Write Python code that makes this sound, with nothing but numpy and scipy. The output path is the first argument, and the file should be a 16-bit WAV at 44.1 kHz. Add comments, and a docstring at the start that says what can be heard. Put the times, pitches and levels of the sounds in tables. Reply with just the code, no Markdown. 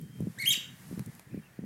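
"""Oystercatcher on a breezy shore

Close to the microphone an oystercatcher takes off with one piercing two-step whistle that breaks
into a rasp, thrown back by paving and a wall. Light wind buffets the microphone in low puffs.
A few small ticks and soft rustles pass nearby; far off lie a faint shore wash and other waders."""
import sys
import numpy as np
from scipy import signal
from scipy.fft import rfft, irfft
from scipy.io import wavfile
from scipy.ndimage import uniform_filter1d

SR = 44100
rng = np.random.default_rng(int(sys.argv[2]) if len(sys.argv) > 2 else 0)


def digitize_waveform(pressure):
    """Quantize a signal to 16-bit integers and store it at the path in sys.argv[1].

    Rows of a 2-D input are taken as channels; values are limited to [-1, 1].
    """
    field = np.atleast_2d(pressure).T
    bounded = np.clip(field, -1, 1)
    quanta = np.round(bounded * 32767).astype(np.int16)
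    wavfile.write(sys.argv[1], SR, quanta)


N = 72765

# colour of the distant wash: frequency_hz, density_db
WASH_SPECTRUM = [(30, 4.5), (200, 0.5), (500, -3.5), (900, -6.5), (1300, -7.5), (1800, 0), (2600, -8.5),
                 (4000, -12.5), (7000, -12), (10000, -10.5), (16000, -14)]
# rise and fall of the wash's treble: time_s, gain_db
WASH_TREBLE = [(0, 4.5), (.3, -6), (.8, 1), (1.2, -7.5), (1.35, -3), (1.65, -6.5)]
# far waders: start_s, length_s, start_hz, end_hz, level_db
FAR_WHISTLES = [(-.04, 0.16, 3160, 3120, -69.5), (.1, 0.14, 3165, 3153, -64.5),
                (1.29, 0.12, 2610, 2304, -64.5), (1.415, 0.029, 3170, 3130, -71),
                (1.431, 0.023, 2720, 2740, -62.5), (1.455, 0.023, 2780, 2540, -60.5)]
# soft rustles nearby: centre_s, length_s, level_db
RUSTLES = [(.2, 0.1, -64.5), (.34, 0.18, -61.5), (.92, 0.23, -58), (1.15, 0.14, -61.5)]
# colour of a rustle: frequency_hz, density_db
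RUSTLE_SPECTRUM = [(100, 2), (1000, 12), (2500, 4.5), (5000, 4.5), (7000, 5), (9500, 7), (13000, 6),
                   (16000, -21)]
# small ticks: start_s, level_db, low_cut_hz
TICKS = [(0.0134, -46, 7860), (0.2059, -46.5, 7550), (0.9938, -35.5, 400), (1.0609, -40, 6640),
         (1.151, -47.5, 4660), (1.195, -38.5, 633)]
# colour of a tick: frequency_hz, density_db
TICK_SPECTRUM = [(300, 17), (1000, 5), (1800, 10.5), (2500, -1), (3700, -3), (7000, -1), (9500, 1.5),
                 (11300, 2.5), (13000, -2.5), (16000, -2.5)]
# colour of wind on the microphone: frequency_hz, density_db
WIND_SPECTRUM = [(25, -15.5), (50, -23), (80, -10.5), (120, 1), (165, 2.5), (240, -5), (330, -16.5),
                 (480, -22.5), (750, -49.5), (1500, -110), (5000, -91)]
# gusts on the microphone: centre_s, length_s, level_db
GUSTS = [(.025, 0.083, -41.5), (.105, 0.017, -46), (.17, 0.057, -47.5), (.218, 0.04, -34.5),
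         (.263, 0.059, -36.5), (.385, 0.029, -45.5), (.445, 0.017, -39.5), (.51, 0.048, -44.5),
         (.675, 0.16, -54.5), (.728, 0.058, -54.5), (.85, 0.08, -50), (.922, 0.047, -40.5),
         (.996, 0.042, -36.5), (1.081, 0.026, -38), (1.15, 0.069, -54), (1.273, 0.011, -48),
         (1.355, 0.064, -39), (1.635, 0.043, -38.5)]
# sharp buffets on the microphone: start_s, peak_db
BUFFETS = [(.2045, -23), (.2235, -29), (.2705, -24), (.575, -37), (.911, -31), (.926, -30), (.9755, -31),
           (.9945, -31), (1.344, -27), (1.3745, -29), (1.5898, -28), (1.6375, -30)]
# echoes off paving and wall: delay_s, gain_db
ECHOES = [(.0075, -12.5), (.023, -12), (.031, -10), (.038, -15)]
# diffuse tail of the surroundings: frequency_hz, level_db, t60_s
TAIL_BANDS = [(700, 22.5, .6), (1500, 6.5, 1), (2110, -8, 0.48), (2750, -2.5, .4), (3200, 2, 0.34),
              (3800, -5, 0.38), (4600, -5.5, 0.4), (6700, -8, 0.46), (9500, -7, 0.24), (15000, -11, 0.4)]
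# how much of the call feeds the tail: time_s, gain_db
TAIL_SEND = [(.46, 0), (.48, -3), (.5, -2), (.512, 3), (.53, .5)]
# lingering echo of the call's low opening note: time_s, pitch_hz, level_db
LINGERING_ECHO = [(.428, 2219, -42), (0.437, 2216, -31), (.449, 2190, -38), (.475, 2190, -44),
                  (.5, 2198, -40), (0.509, 2270, -52)]
# fundamental of the close call: time_s, pitch_hz, level_db
CALL_CONTOUR = [(.374, 1487, -61), (.384, 1732, -47.5), (.39, 1962, -46.5), (.4, 2175, -37),
                (0.406, 2212, -35), (.426, 2120, -36), (.435, 1954, -43.5), (0.446, 1836, -47),
                (0.451, 2131, -38), (0.458, 2398, -35), (.461, 2859, -27.5), (.47, 3115, -30.5),
                (0.478, 3199, -20.5), (0.492, 3235, -28.5), (0.504, 3315, -30.5), (0.508, 3787, -27),
                (0.516, 3759, -29), (.522, 3614, -34), (.525, 3101, -30.5), (0.536, 2827, -31.5),
                (0.542, 2286, -32.5), (0.547, 1760, -43)]
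# the overtones together, and how rough the voice is: time_s, level_db, roughness
CALL_EDGE = [(0.384, -66, 0.8), (0.387, -46.5, 0.64), (0.409, -40, 0.17), (0.426, -40, 0.77),
             (.445, -50, 0.3), (0.454, -38.5, 0.6), (0.464, -35.5, 0.8), (.478, -32.5, .15),
             (0.493, -29.5, 0.1), (0.504, -23.5, 0.1), (0.514, -39.5, 1), (.524, -26.5, 1),
             (.532, -28, 1.1), (0.539, -38.5, 1), (.547, -42, 0.9)]
# strength of each overtone: pitch_multiple, gain_db
OVERTONES = [(2, -2), (3, -9.5), (4, -8), (5, -15), (6, -12)]
# throat and bill colour on the overtones: frequency_hz, gain_db
BILL_COLOUR = [(3500, -3), (4400, -2), (5400, -3.5), (6500, -11.5), (7400, 0.5), (8100, 0.5), (8800, -3.5),
               (9700, 5), (10400, -3), (11200, 2), (11900, -1), (12900, 0.5), (13900, -14), (15300, -2),
               (16300, -26)]
# overtones fraying into noise as the call breaks: time_s, noise_share
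FRAYING = [(.445, .04), (.46, .1), (.48, .1), (.503, .1), (.515, .25), (.54, .3)]
# hoarse air in the call: frequency_hz, density_db
RASP_SPECTRUM = [(200, -9.5), (800, -23), (1400, -5), (2200, 16), (3200, 11.5), (4800, 8.5), (7000, 18.5),
                 (9500, 5), (13000, 10), (16000, -2)]
# dips in the call's colour: centre_hz, width_hz, gain_db
CALL_DIPS = [(4120, 190, -8), (5270, 200, -7), (8150, 400, -15), (10380, 390, -17)]

JITTER_SHARE, JITTER_HZ = 0.012, 900  # pitch flutter of the call and its lingering echo
SHIMMER_DB, SHIMMER_HZ = 3.5, 208  # their level flutter


def amp(db):
    """Decibels to gain."""
    return 10 ** (np.asarray(db) / 20)


def unit(x):
    """Scales to rms 1."""
    return x / np.sqrt(np.mean(x ** 2) + 1e-20)


def read(points, hz):
    """Reads a spectrum on a log-frequency axis."""
    f, value = np.transpose(points)
    return np.interp(np.log(hz + 1), np.log(f + 1), value)


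def add(mix, start_s, sound):
    """Mixes a sound in at its start time and returns the mix."""
    at = round(start_s * SR)
    sound = sound[max(-at, 0):]
    part = mix[max(at, 0):][:len(sound)]
    part += sound[:len(part)]
    return mix


def noise(spectrum):
    """Noise of rms 1 with the given spectrum."""
    gain = amp(read(spectrum, np.fft.rfftfreq(N, 1 / SR)))
    return unit(irfft(rfft(rng.standard_normal(N)) * gain, N))


def wander(hz, samples=N):
    """Random drift of rms about 1, up to the given rate."""
    gain = np.exp(-(np.fft.rfftfreq(N, 1 / SR) / hz) ** 2)
    return unit(irfft(rfft(rng.standard_normal(N)) * gain, N))[:samples]


def swells(rows):
    """Power of bell-shaped swells."""
    t = np.arange(N) / SR
    return sum(amp(db) ** 2 * np.exp(-(2 * (t - centre) / length) ** 2) for centre, length, db in rows)


def phase_of(hz):
    """Running phase of a moving pitch, in radians."""
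    return 2 * np.pi * np.cumsum(hz) / SR


def fade_ends(t, times, ramp_s=0.002):
    """Short ramps at both ends of a note."""
    return np.clip(np.minimum(t - times[0], times[-1] - t) / ramp_s, 0, 1)


def shore_wash(level_db=-60, patch_db=1.2, treble_hz=3420):
    """The shore in the distance: a faint wash with drifting patches of colour."""
    hz, t, bands = signal.stft(noise(WASH_SPECTRUM), SR, nperseg=512)
    blur = np.outer(np.hanning(9), np.hanning(15))
    patches = unit(signal.fftconvolve(rng.standard_normal(bands.shape), blur, "same"))
    treble_db = np.outer(hz ** 4 / (hz ** 4 + treble_hz ** 4), np.interp(t, *np.transpose(WASH_TREBLE)))
    wash = unit(signal.istft(bands * amp(patch_db * patches + treble_db), nperseg=512)[1][:N])
    opening_db = np.interp(np.arange(N) / SR, [0, 0.35], [-5.5, 0])
    return amp(level_db + opening_db) * wash


def diffuse_tail(sound, delay_s=0.006, rise_s=0.021):
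    """Scatter from the surroundings, the treble dying first."""
    band_hz, band_db, band_t60 = np.transpose(TAIL_BANDS)
    hz, t, bands = signal.stft(rng.standard_normal(SR), SR, nperseg=256)
    gain = amp(read(np.c_[band_hz, band_db], hz))[:, None]
    decay_rate = np.log(1000) / read(np.c_[band_hz, band_t60], hz)[:, None]
    decay = np.exp(-decay_rate * t) * np.sqrt(2 * decay_rate / SR)  # same energy at any t60
    ring = signal.istft(bands * gain * decay, SR, nperseg=256)[1]
    age = np.maximum(np.arange(len(ring)) / SR - delay_s, 0)
    near_scatter = 1 + 0.63 * np.exp(-age / 0.0081)
    ring *= np.minimum(age / rise_s, 1) * near_scatter
    return signal.fftconvolve(sound, ring)[:N]


def far_waders(waver_hz=260, tail_db=-12):
    """Thin level or falling whistles, blurred by distance."""
    out = np.zeros(N)
    for start, length, start_hz, end_hz, db in FAR_WHISTLES:
        progress = np.arange(0, length, 1 / SR) / length
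        glide_hz = start_hz + (end_hz - start_hz) * progress
        waver = 0.004 + 0.4 * abs(end_hz / start_hz - 1)  # gliding whistles waver more
        hz = glide_hz * (1 + waver * wander(waver_hz, len(progress)))
        arch = np.sqrt(abs(np.sin(np.pi * progress)))
        add(out, start, amp(db) * arch * np.sin(phase_of(hz)))
    return out + amp(tail_db) * diffuse_tail(out)


def rustles():
    """Soft swells of hiss nearby."""
    return noise(RUSTLE_SPECTRUM) * np.sqrt(swells(RUSTLES))


def ticks(rise_s=0.00031, decay_s=0.0018):
    """Tiny dry snaps with no ring."""
    out, t = np.zeros(N), np.arange(SR // 50) / SR
    envelope = np.minimum(t / rise_s, 1) * np.exp(-t / decay_s)
    for start, db, low_cut_hz in TICKS:
        low_cut = signal.butter(2, low_cut_hz, "high", fs=SR, output="sos")
        snap = unit(signal.sosfilt(low_cut, noise(TICK_SPECTRUM)))[:len(t)]
        add(out, start, amp(db) * snap * envelope)
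    return out


def wind_rumble(breeze_db=-66, lump_db=3.5, lump_hz=25):
    """Wind on the microphone: a lumpy rumble that swells with each gust."""
    rumble = noise(WIND_SPECTRUM)
    breeze = amp(breeze_db + lump_db * wander(lump_hz))
    return rumble * np.sqrt(swells(GUSTS) + breeze ** 2)


def wind_buffets(start_hz=330, end_hz=156, sag_s=0.0032, rise_s=0.0014, decay_s=0.0042):
    """Puffs hit the microphone as short thumps that sag in pitch."""
    out, t = np.zeros(N), np.arange(SR // 20) / SR
    hz = end_hz + (start_hz - end_hz) * np.exp(-t / sag_s)
    envelope = (1 - np.exp(-(t / rise_s) ** 2)) * np.exp(-t / decay_s)
    thump = envelope * np.sin(phase_of(hz))
    for start, db in BUFFETS:
        add(out, start, amp(db) * thump / abs(thump).max())
    return out


def echoes(sound, top_hz=4500):
    """Single reflections from paving and wall, dulled by the grass."""
    out = np.zeros(N)
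    for delay, db in ECHOES:
        add(out, delay, amp(db) * sound)
    return signal.sosfilt(signal.butter(1, top_hz, fs=SR, output="sos"), out)


def lingering_echo():
    """The call's low opening note rings on near 2.2 kHz as a lingering echo."""
    times, pitch, db = np.transpose(LINGERING_ECHO)
    t = np.arange(times[0], times[-1], 1 / SR)
    hz = np.interp(t, times, pitch) * (1 + JITTER_SHARE * wander(JITTER_HZ, len(t)))
    level = amp(np.interp(t, times, db) + SHIMMER_DB * wander(SHIMMER_HZ, len(t)))
    tone = np.sqrt(2) * level * np.sin(phase_of(hz))
    return add(np.zeros(N), times[0], tone * fade_ends(t, times))


def hollowed(voice):
    """Narrow dips part the call's bright bands."""
    hz = np.fft.rfftfreq(N, 1 / SR)
    dips_db = sum(db * np.exp(-(2 * (hz - centre) / width) ** 2) for centre, width, db in CALL_DIPS)
    return irfft(rfft(voice) * amp(dips_db), N)


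def oystercatcher_call(flicker_db=3.5, flicker_hz=132, fray_hz=650, rasp_db=-9):
    """Close by, a whistle steps up in pitch, purest when loudest, and breaks into a rasp as it falls."""
    times, pitch, db = np.transpose(CALL_CONTOUR)
    t = np.arange(times[0], times[-1], 1 / SR)
    n = len(t)
    edge_times, edge_levels, edge_roughness = np.transpose(CALL_EDGE)
    edge_db = np.interp(t, edge_times, edge_levels)
    roughness = np.clip(np.interp(t, edge_times, edge_roughness), 0, 1)
    glide_hz = uniform_filter1d(np.interp(t, times, pitch), size=90)
    hz = glide_hz * (1 + JITTER_SHARE * roughness * wander(JITTER_HZ, n))
    phase = phase_of(hz)
    shimmer_db = SHIMMER_DB * roughness * wander(SHIMMER_HZ, n)
    voice = amp(np.interp(t, times, db) + shimmer_db) * np.sin(phase)
    noise_share = np.interp(t, *np.transpose(FRAYING))
    for multiple, gain_db in OVERTONES:
        level_db = edge_db + gain_db + read(BILL_COLOUR, multiple * hz)
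        level_db += flicker_db * wander(flicker_hz, n)  # each overtone fades on its own
        fuzz = (wander(fray_hz, n) + 1j * wander(fray_hz, n)) / np.sqrt(2)
        fraying = np.sqrt(1 - noise_share) + np.sqrt(noise_share) * fuzz
        overtone = (fraying * np.exp(1j * multiple * phase)).imag
        voice += amp(level_db) * (multiple * hz < SR / 2) * overtone
    voice += amp(edge_db + rasp_db) * roughness * noise(RASP_SPECTRUM)[:n]
    return add(np.zeros(N), times[0], np.sqrt(2) * voice * fade_ends(t, times))


def scene():
    """At one microphone: the close bird and its echoes over wind and shore."""
    bird = hollowed(oystercatcher_call() + lingering_echo())
    send = amp(np.interp(np.arange(N) / SR, *np.transpose(TAIL_SEND)))  # the call's end rings on most
    reflections = echoes(bird) + diffuse_tail(bird * send)
    wind = wind_rumble() + wind_buffets()
    background = shore_wash() + rustles() + ticks() + far_waders()
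    return (background + wind + reflections + bird)[None]


def record(dry, low_cut_hz=65, top_hz=16200):
    """The microphone's low cut and the recorder's band limit."""
    thinned = signal.sosfilt(signal.butter(2, low_cut_hz, "high", fs=SR, output="sos"), dry)
    band_limit = signal.firwin(511, top_hz, window=("kaiser", 9), fs=SR)
    return signal.oaconvolve(thinned, band_limit[None], "same")


dry = scene()
out = record(dry)
digitize_waveform(out)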